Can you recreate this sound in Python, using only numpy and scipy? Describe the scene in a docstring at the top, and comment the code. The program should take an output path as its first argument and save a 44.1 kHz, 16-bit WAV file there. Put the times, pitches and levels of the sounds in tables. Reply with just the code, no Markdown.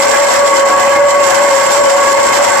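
"""Bandsaw cutting a steel bar

A bandsaw cuts steel close by in a small workshop. Blade and bar sing near the tooth rate in a wandering
whine and a tone about an octave up, with weaker wavering tones beside them. Noise drives the ring of
bar, blade and table; noise pulsed by the teeth makes the roar, the harsh rasp of chips and bright tooth
rings. The motor hums below on two tones. A fast limiter in each channel holds the loud sound down."""
import sys
import numpy as np
from scipy import signal
from scipy.fft import rfft, irfft
from scipy.io import wavfile
from scipy.ndimage import uniform_filter1d, minimum_filter1d

SR = 44100
rng = np.random.default_rng(int(sys.argv[2]) if len(sys.argv) > 2 else 0)


def digitize_waveform(pressure):
    """Quantize a signal to 16-bit integers and store it at the path in sys.argv[1].

    Rows of a 2-D input are taken as channels; values are limited to [-1, 1].
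    """
    field = np.atleast_2d(pressure).T
    bounded = np.clip(field, -1, 1)
    quanta = np.round(bounded * 32767).astype(np.int16)
    wavfile.write(sys.argv[1], SR, quanta)


N = 114660

# bite of the teeth over time, scaled per layer: start_s, relative level_db
BITE = [(0.0, -22), (0.03, -14), (0.06, -22.5), (0.1, -21), (0.38, -19), (0.44, -28.5), (0.47, -15.5),
        (0.53, -26), (0.57, -15.5), (0.59, -27), (0.6, -20), (0.63, -29), (0.69, -21), (0.77, -28),
        (0.8, -22.5), (0.94, -26.5), (0.96, -23.5), (1.01, -31.5), (1.08, -26.5), (1.11, -17.5),
        (1.12, -26), (1.22, -28.5), (1.24, -18), (1.28, -24), (1.31, -16.5), (1.34, -27.5), (1.35, -16),
        (1.38, -26), (1.38, -25), (1.65, -20.5), (1.69, -23.5), (1.72, -15.5), (1.83, -25), (1.86, -21.5),
        (1.87, -25.5), (1.9, -18.5), (1.97, -24.5), (2.13, -19.5), (2.14, -24), (2.25, -21), (2.27, -17),
        (2.32, -26), (2.35, -14.5), (2.41, -24), (2.43, -18), (2.45, -13), (2.47, -21), (2.6, -20)]


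def amp(db):
    """Decibels to gain."""
    return 10 ** (np.asarray(db) / 20)


def unit(x):
    """Scales to rms 1."""
    return x / np.sqrt(np.mean(x ** 2, axis=-1, keepdims=True) + 1e-20)


def curve(table, axis=1):
    """One column of a table, interpolated over time."""
    rows = np.array(table)
    return np.interp(np.arange(N) / SR, rows[:, 0], rows[:, axis])


def level(table, amount=1):
    """A dB curve over time, its swing scaled by amount, as a gain of rms 1."""
    return unit(amp(amount * curve(table)))


def bins():
    """Frequencies of the full-length spectrum, in Hz."""
    return np.fft.rfftfreq(N, 1 / SR)


def spectrum(table):
    """Each column of a table, interpolated over log frequency."""
    f, *columns = np.array(table, float).T
    log_hz = np.log(bins() + 1)
    return np.array([np.interp(log_hz, np.log(f), c) for c in columns])


def colour(x, table):
    """Shapes white sound of rms 1 to the table's density in each channel."""
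    return irfft(rfft(x) * amp(spectrum(table)), N) * np.sqrt(SR / 2)


def drift(rate_hz):
    """Smooth random motion of rms 1, with a Gaussian roll-off set by rate_hz."""
    lowpass = np.exp(-(bins() / rate_hz) ** 2) * (bins() > 0)
    return unit(irfft(rfft(rng.standard_normal(N)) * lowpass, N))


def pair(a, b, likeness):
    """Two channels of the given likeness from two unrelated sounds."""
    c = np.clip(likeness, -1, 1)
    return np.array([a, c * a + np.sqrt(1 - c ** 2) * b])


def turning(hz, waver_hz, rate_hz):
    """A rotating phasor whose frequency wavers by waver_hz rms, from a random phase."""
    cycles = np.cumsum(hz + waver_hz * drift(rate_hz)) / SR
    return np.exp(2j * np.pi * (cycles + rng.random()))


def tone(hz, waver_hz, left_db, right_db, lead_rad, likeness):
    """A wavering tone that reaches the two channels with its own level and phase."""
    a = turning(hz, waver_hz, rate_hz=28)
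    b = turning(hz, waver_hz, rate_hz=28)
    phasors = pair(a, b, likeness) * np.exp([[1j * lead_rad], [0]])
    return np.sqrt(2) * unit(phasors.real) * amp([[left_db], [right_db]])


def resonate(x, hz, width_hz):
    """Two equal resonances in series, scaled to rms 1; -6 dB at width_hz either side."""
    return unit(irfft(rfft(x) / (1 + 1j * (bins() - hz) / width_hz) ** 2, N))


def patchy(x):
    """Lets narrow parts of the spectrum flare and fade at random."""
    patch_db, patch_hz, patch_s = 2.5, 110, 0.05
    f, t, z = signal.stft(x, SR, nperseg=1024, noverlap=768)
    field = np.fft.fft2(rng.standard_normal((len(f), len(t))))
    across = np.fft.fftfreq(len(f), f[1])[:, None]
    along = np.fft.fftfreq(len(t), t[1])
    smoothing = np.exp(-(across * patch_hz) ** 2 - (along * patch_s) ** 2)
    field = np.fft.ifft2(field * smoothing).real
    flared = z * amp(patch_db * field / field.std())
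    return unit(signal.istft(flared, SR, nperseg=1024, noverlap=768)[1][:, :N])


def workshop(x):
    """Adds a short spray of sparse decaying reflections, different in each channel."""
    room_db, t60_s, taps_per_s = -11, 0.1, 2000
    t = np.arange(SR // 4) / SR
    present = rng.random((2, len(t))) < taps_per_s / SR
    taps = rng.standard_normal((2, len(t))) * present * amp(-60 * t / t60_s)
    taps /= np.linalg.norm(taps, axis=1, keepdims=True)
    reflections = signal.fftconvolve(x, taps, axes=1)[:, :N]
    return unit(x + amp(room_db) * reflections)


def motor_hum():
    """The motor hums on two low, wavering tones."""
    # pitch_hz, waver_hz (rms), left_db, right_db, left_lead_rad, likeness
    hum_tones = [(118.8, 3, -44, -45, 0, 0.54), (240.7, 0.48, -42.5, -39.5, 0, 0.92)]
    return sum(tone(*row) for row in hum_tones)


def tooth_strokes():
    """Teeth strike in a wavering cycle that modulates the force on the steel."""
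    return 1 + 0.37 * turning(552.5, waver_hz=49.84, rate_hz=78).real


def roar(teeth):
    """Tooth strokes shake the whole saw; its low part swells on its own."""
    # broad roar: freq_hz, relative left_db_per_hz, relative right_db_per_hz
    roar_density = [(20, -69, -60.5), (154, -64, -59.5), (267, -52.5, -57), (457, -60, -43.5),
                    (700, -45.5, -58), (850, -37.5, -46.5), (985, -40, -44), (1160, -50, -48.5),
                    (1440, -46.5, -47.5), (1530, -47, -45), (1840, -56.5, -44.5), (2180, -52, -51.5),
                    (2770, -58, -49.5), (3100, -76, -61), (5000, -110, -110)]
    # channel correlation of the driving force: freq_hz, likeness
    channel_likeness = [(30, .1), (120, .6), (280, 1), (450, 0), (900, 0.64), (2100, 0.56), (2700, -.2)]
    # swell of the low part: start_s, relative level_db
    low_swell = [(0.0, -29), (0.06, -23), (0.54, -26.5), (0.58, -21), (0.62, -27), (2.05, -27),
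                 (2.11, -22.5), (2.23, -29), (2.27, -20), (2.35, -28), (2.42, -23.5), (2.45, -28),
                 (2.56, -23), (2.6, -31)]
    flutter = amp(-1 * drift(rate_hz=18))
    force = rfft(unit(rng.standard_normal((2, N)) * teeth * flutter))
    force = irfft(pair(*force, spectrum(channel_likeness)[0]), N)
    shaken = colour(patchy(force), roar_density)
    low = irfft(rfft(shaken) / (1 + (bins() / 480) ** 10), N)  # below about 480 Hz
    upper = shaken - low
    return amp(-0.5) * (level(BITE, amount=0.42) * upper + level(low_swell, amount=0.63) * low)


def ringing():
    """Scraping keeps the steel's modes ringing; each swells and fades on its own."""
    # modes of bar, blade and table: freq_hz, width_hz, relative left_db, relative right_db
    modes = [(312.8, 8.2, -38, -39.5), (356.7, 7.8, -38, -36), (449.3, 17, -31, -37),
             (647.2, 21.5, -26, -37), (731.7, 10.5, -27.5, -30), (870, 34, -40, -26),
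             (917, 12.2, -29.5, -24), (966.4, 23, -24, -28.5), (1549, 16, -30.5, -30),
             (1660, 17.6, -27, -28.5), (2020, 19.6, -31, -25), (2122, 55, -30.5, -23.5),
             (3064, 38, -37.5, -35), (4230, 30, -54, -35.5)]
    out = np.zeros((2, N))
    for hz, width_hz, left_db, right_db in modes:
        scrape = pair(*rng.standard_normal((2, N)), likeness=0.66)
        scrape = scrape * amp(2.5 * drift(rate_hz=8.2))
        out += amp([[left_db], [right_db]]) * resonate(scrape, hz, width_hz)
    return amp(2.9) * level(BITE, amount=0.29) * out


def rasp(teeth):
    """Teeth tear off chips of uneven size: bright noise pulsing with the tooth strokes."""
    # freq_hz, relative left_db_per_hz, relative right_db_per_hz
    rasp_density = [(1200, -110, -110), (2300, -82, -60.5), (3080, -60.5, -55.5), (3660, -61.5, -59.5),
                    (4240, -62.5, -58), (5070, -61.5, -54.5), (5350, -55, -53.5), (6100, -66.5, -54.5),
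                    (6900, -66.5, -52.5), (7440, -92, -47.5), (7730, -83, -52.5), (8410, -94, -64),
                    (9400, -86.5, -65.5), (11800, -80.5, -64.5), (13500, -92, -71.5), (15000, -88, -80.5)]
    chip_db = 2.0 * drift(rate_hz=800)
    flutter_db = 0.7 * drift(rate_hz=84)
    chips = teeth * amp(chip_db + flutter_db)
    scratches = workshop(rng.standard_normal((2, N)) * chips)
    return amp(2.5) * level(BITE) * colour(scratches, rasp_density)


def tooth_ring(teeth):
    """Teeth that catch in the steel ring in short, bright bursts."""
    # freq_hz, width_hz, left_db, right_db
    bright_rings = [(7350, 230, -53, -20), (7707, 310, -56, -17)]
    catches = teeth * amp(3 * drift(rate_hz=180)) * level(BITE, amount=1)
    out = np.zeros((2, N))
    for hz, width_hz, left_db, right_db in bright_rings:
        bursts = catches * rng.standard_normal((2, N))
        out += amp([[left_db], [right_db]]) * resonate(bursts, hz, width_hz)
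    return out


def whine():
    """Blade and bar sing near the tooth rate and about an octave up, each with its own level curve."""
    # singing strength: start_s, relative whine_db, relative octave_db
    singing = [(0.0, -20, -24), (0.03, -15, -21), (0.12, -17, -25), (0.14, -20, -17), (0.25, -11, -22),
               (0.27, -19, -22), (0.45, -13, -16), (0.54, -18, -12), (0.57, -14, -23), (0.63, -14, -14),
               (0.69, -16, -19), (0.72, -18, -11), (0.89, -14, -21), (0.94, -19, -17), (0.98, -9, -16),
               (1.01, -12, -25), (1.05, -9, -19), (1.12, -19, -16), (1.18, -12, -19), (1.51, -14, -21),
               (1.54, -10, -26), (1.59, -14, -17), (1.92, -13, -22), (1.96, -13, -19), (2.05, -21, -13),
               (2.24, -12, -19), (2.3, -21, -14), (2.37, -19, -27), (2.4, -12, -19), (2.43, -16, -25),
               (2.56, -15, -17), (2.6, -24, -16)]
    # start_s, pitch_hz
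    whine_pitch = [(0, 560), (.28, 572), (.33, 548), (.42, 570), (.5, 553), (.9, 558), (1.0, 569),
                   (1.22, 571), (1.33, 549), (1.43, 571), (1.52, 554), (1.68, 554), (1.82, 573), (1.9, 552),
                   (1.97, 566), (2.15, 553), (2.4, 573), (2.6, 562)]
    # start_s, pitch_hz
    octave_pitch = [(0, 1120), (.3, 1118), (.39, 1140), (.5, 1116), (1.22, 1119), (1.3, 1088), (1.62, 1117),
                    (2.08, 1118), (2.3, 1109), (2.6, 1121)]
    # weaker tones: pitch_hz, waver_hz (rms), relative left_db, relative right_db, left_lead_rad, likeness
    side_tones = [(528, 4, -20.5, -28, 2.4, .8), (553, 9, -23, -22, -1.8, .5), (586, 6, -23, -28, 1.6, .8),
                  (1087, 16, -24, -25, 1.2, .4), (1146, 14, -25, -26, 1.5, .85)]
    low = tone(curve(whine_pitch), waver_hz=3.37, left_db=-1.85, right_db=0, lead_rad=1, likeness=0.79)
    high = tone(curve(octave_pitch), waver_hz=5.97, left_db=-4, right_db=0, lead_rad=-0.23, likeness=1)
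    beside = amp(1.0) * sum(tone(*row) for row in side_tones)
    low_gain = amp(2.5 + curve(singing, axis=1))
    high_gain = amp(1.5 + curve(singing, axis=2))
    return low_gain * low + high_gain * high + beside


def scene():
    """The motor and the cut; roar, rasp and tooth ring share the same tooth strokes."""
    teeth = tooth_strokes()
    return motor_hum() + roar(teeth) + ringing() + rasp(teeth) + tooth_ring(teeth) + whine()


def record(dry):
    """A fast look-ahead peak limiter in each channel, then a low-pass."""
    ceiling, lookahead_s, recover_db_per_s, edge_hz = 0.91, 0.00098, 368, 15400
    span = 2 * int(lookahead_s * SR) + 1
    need_db = -20 * np.log10(np.maximum(abs(dry) / ceiling, 1))
    need_db = minimum_filter1d(need_db, span, axis=1)
    recovery_db = np.arange(N) / SR * recover_db_per_s
    # gain drops at once and recovers at a fixed slope
    gain_db = np.minimum.accumulate(need_db - recovery_db, axis=1) + recovery_db
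    limited = dry * amp(uniform_filter1d(gain_db, span, axis=1))
    lowpass = signal.firwin(511, edge_hz, window=("kaiser", 9), fs=SR)
    return signal.oaconvolve(limited, lowpass[None], "same")


dry = scene()
out = record(dry)
digitize_waveform(out)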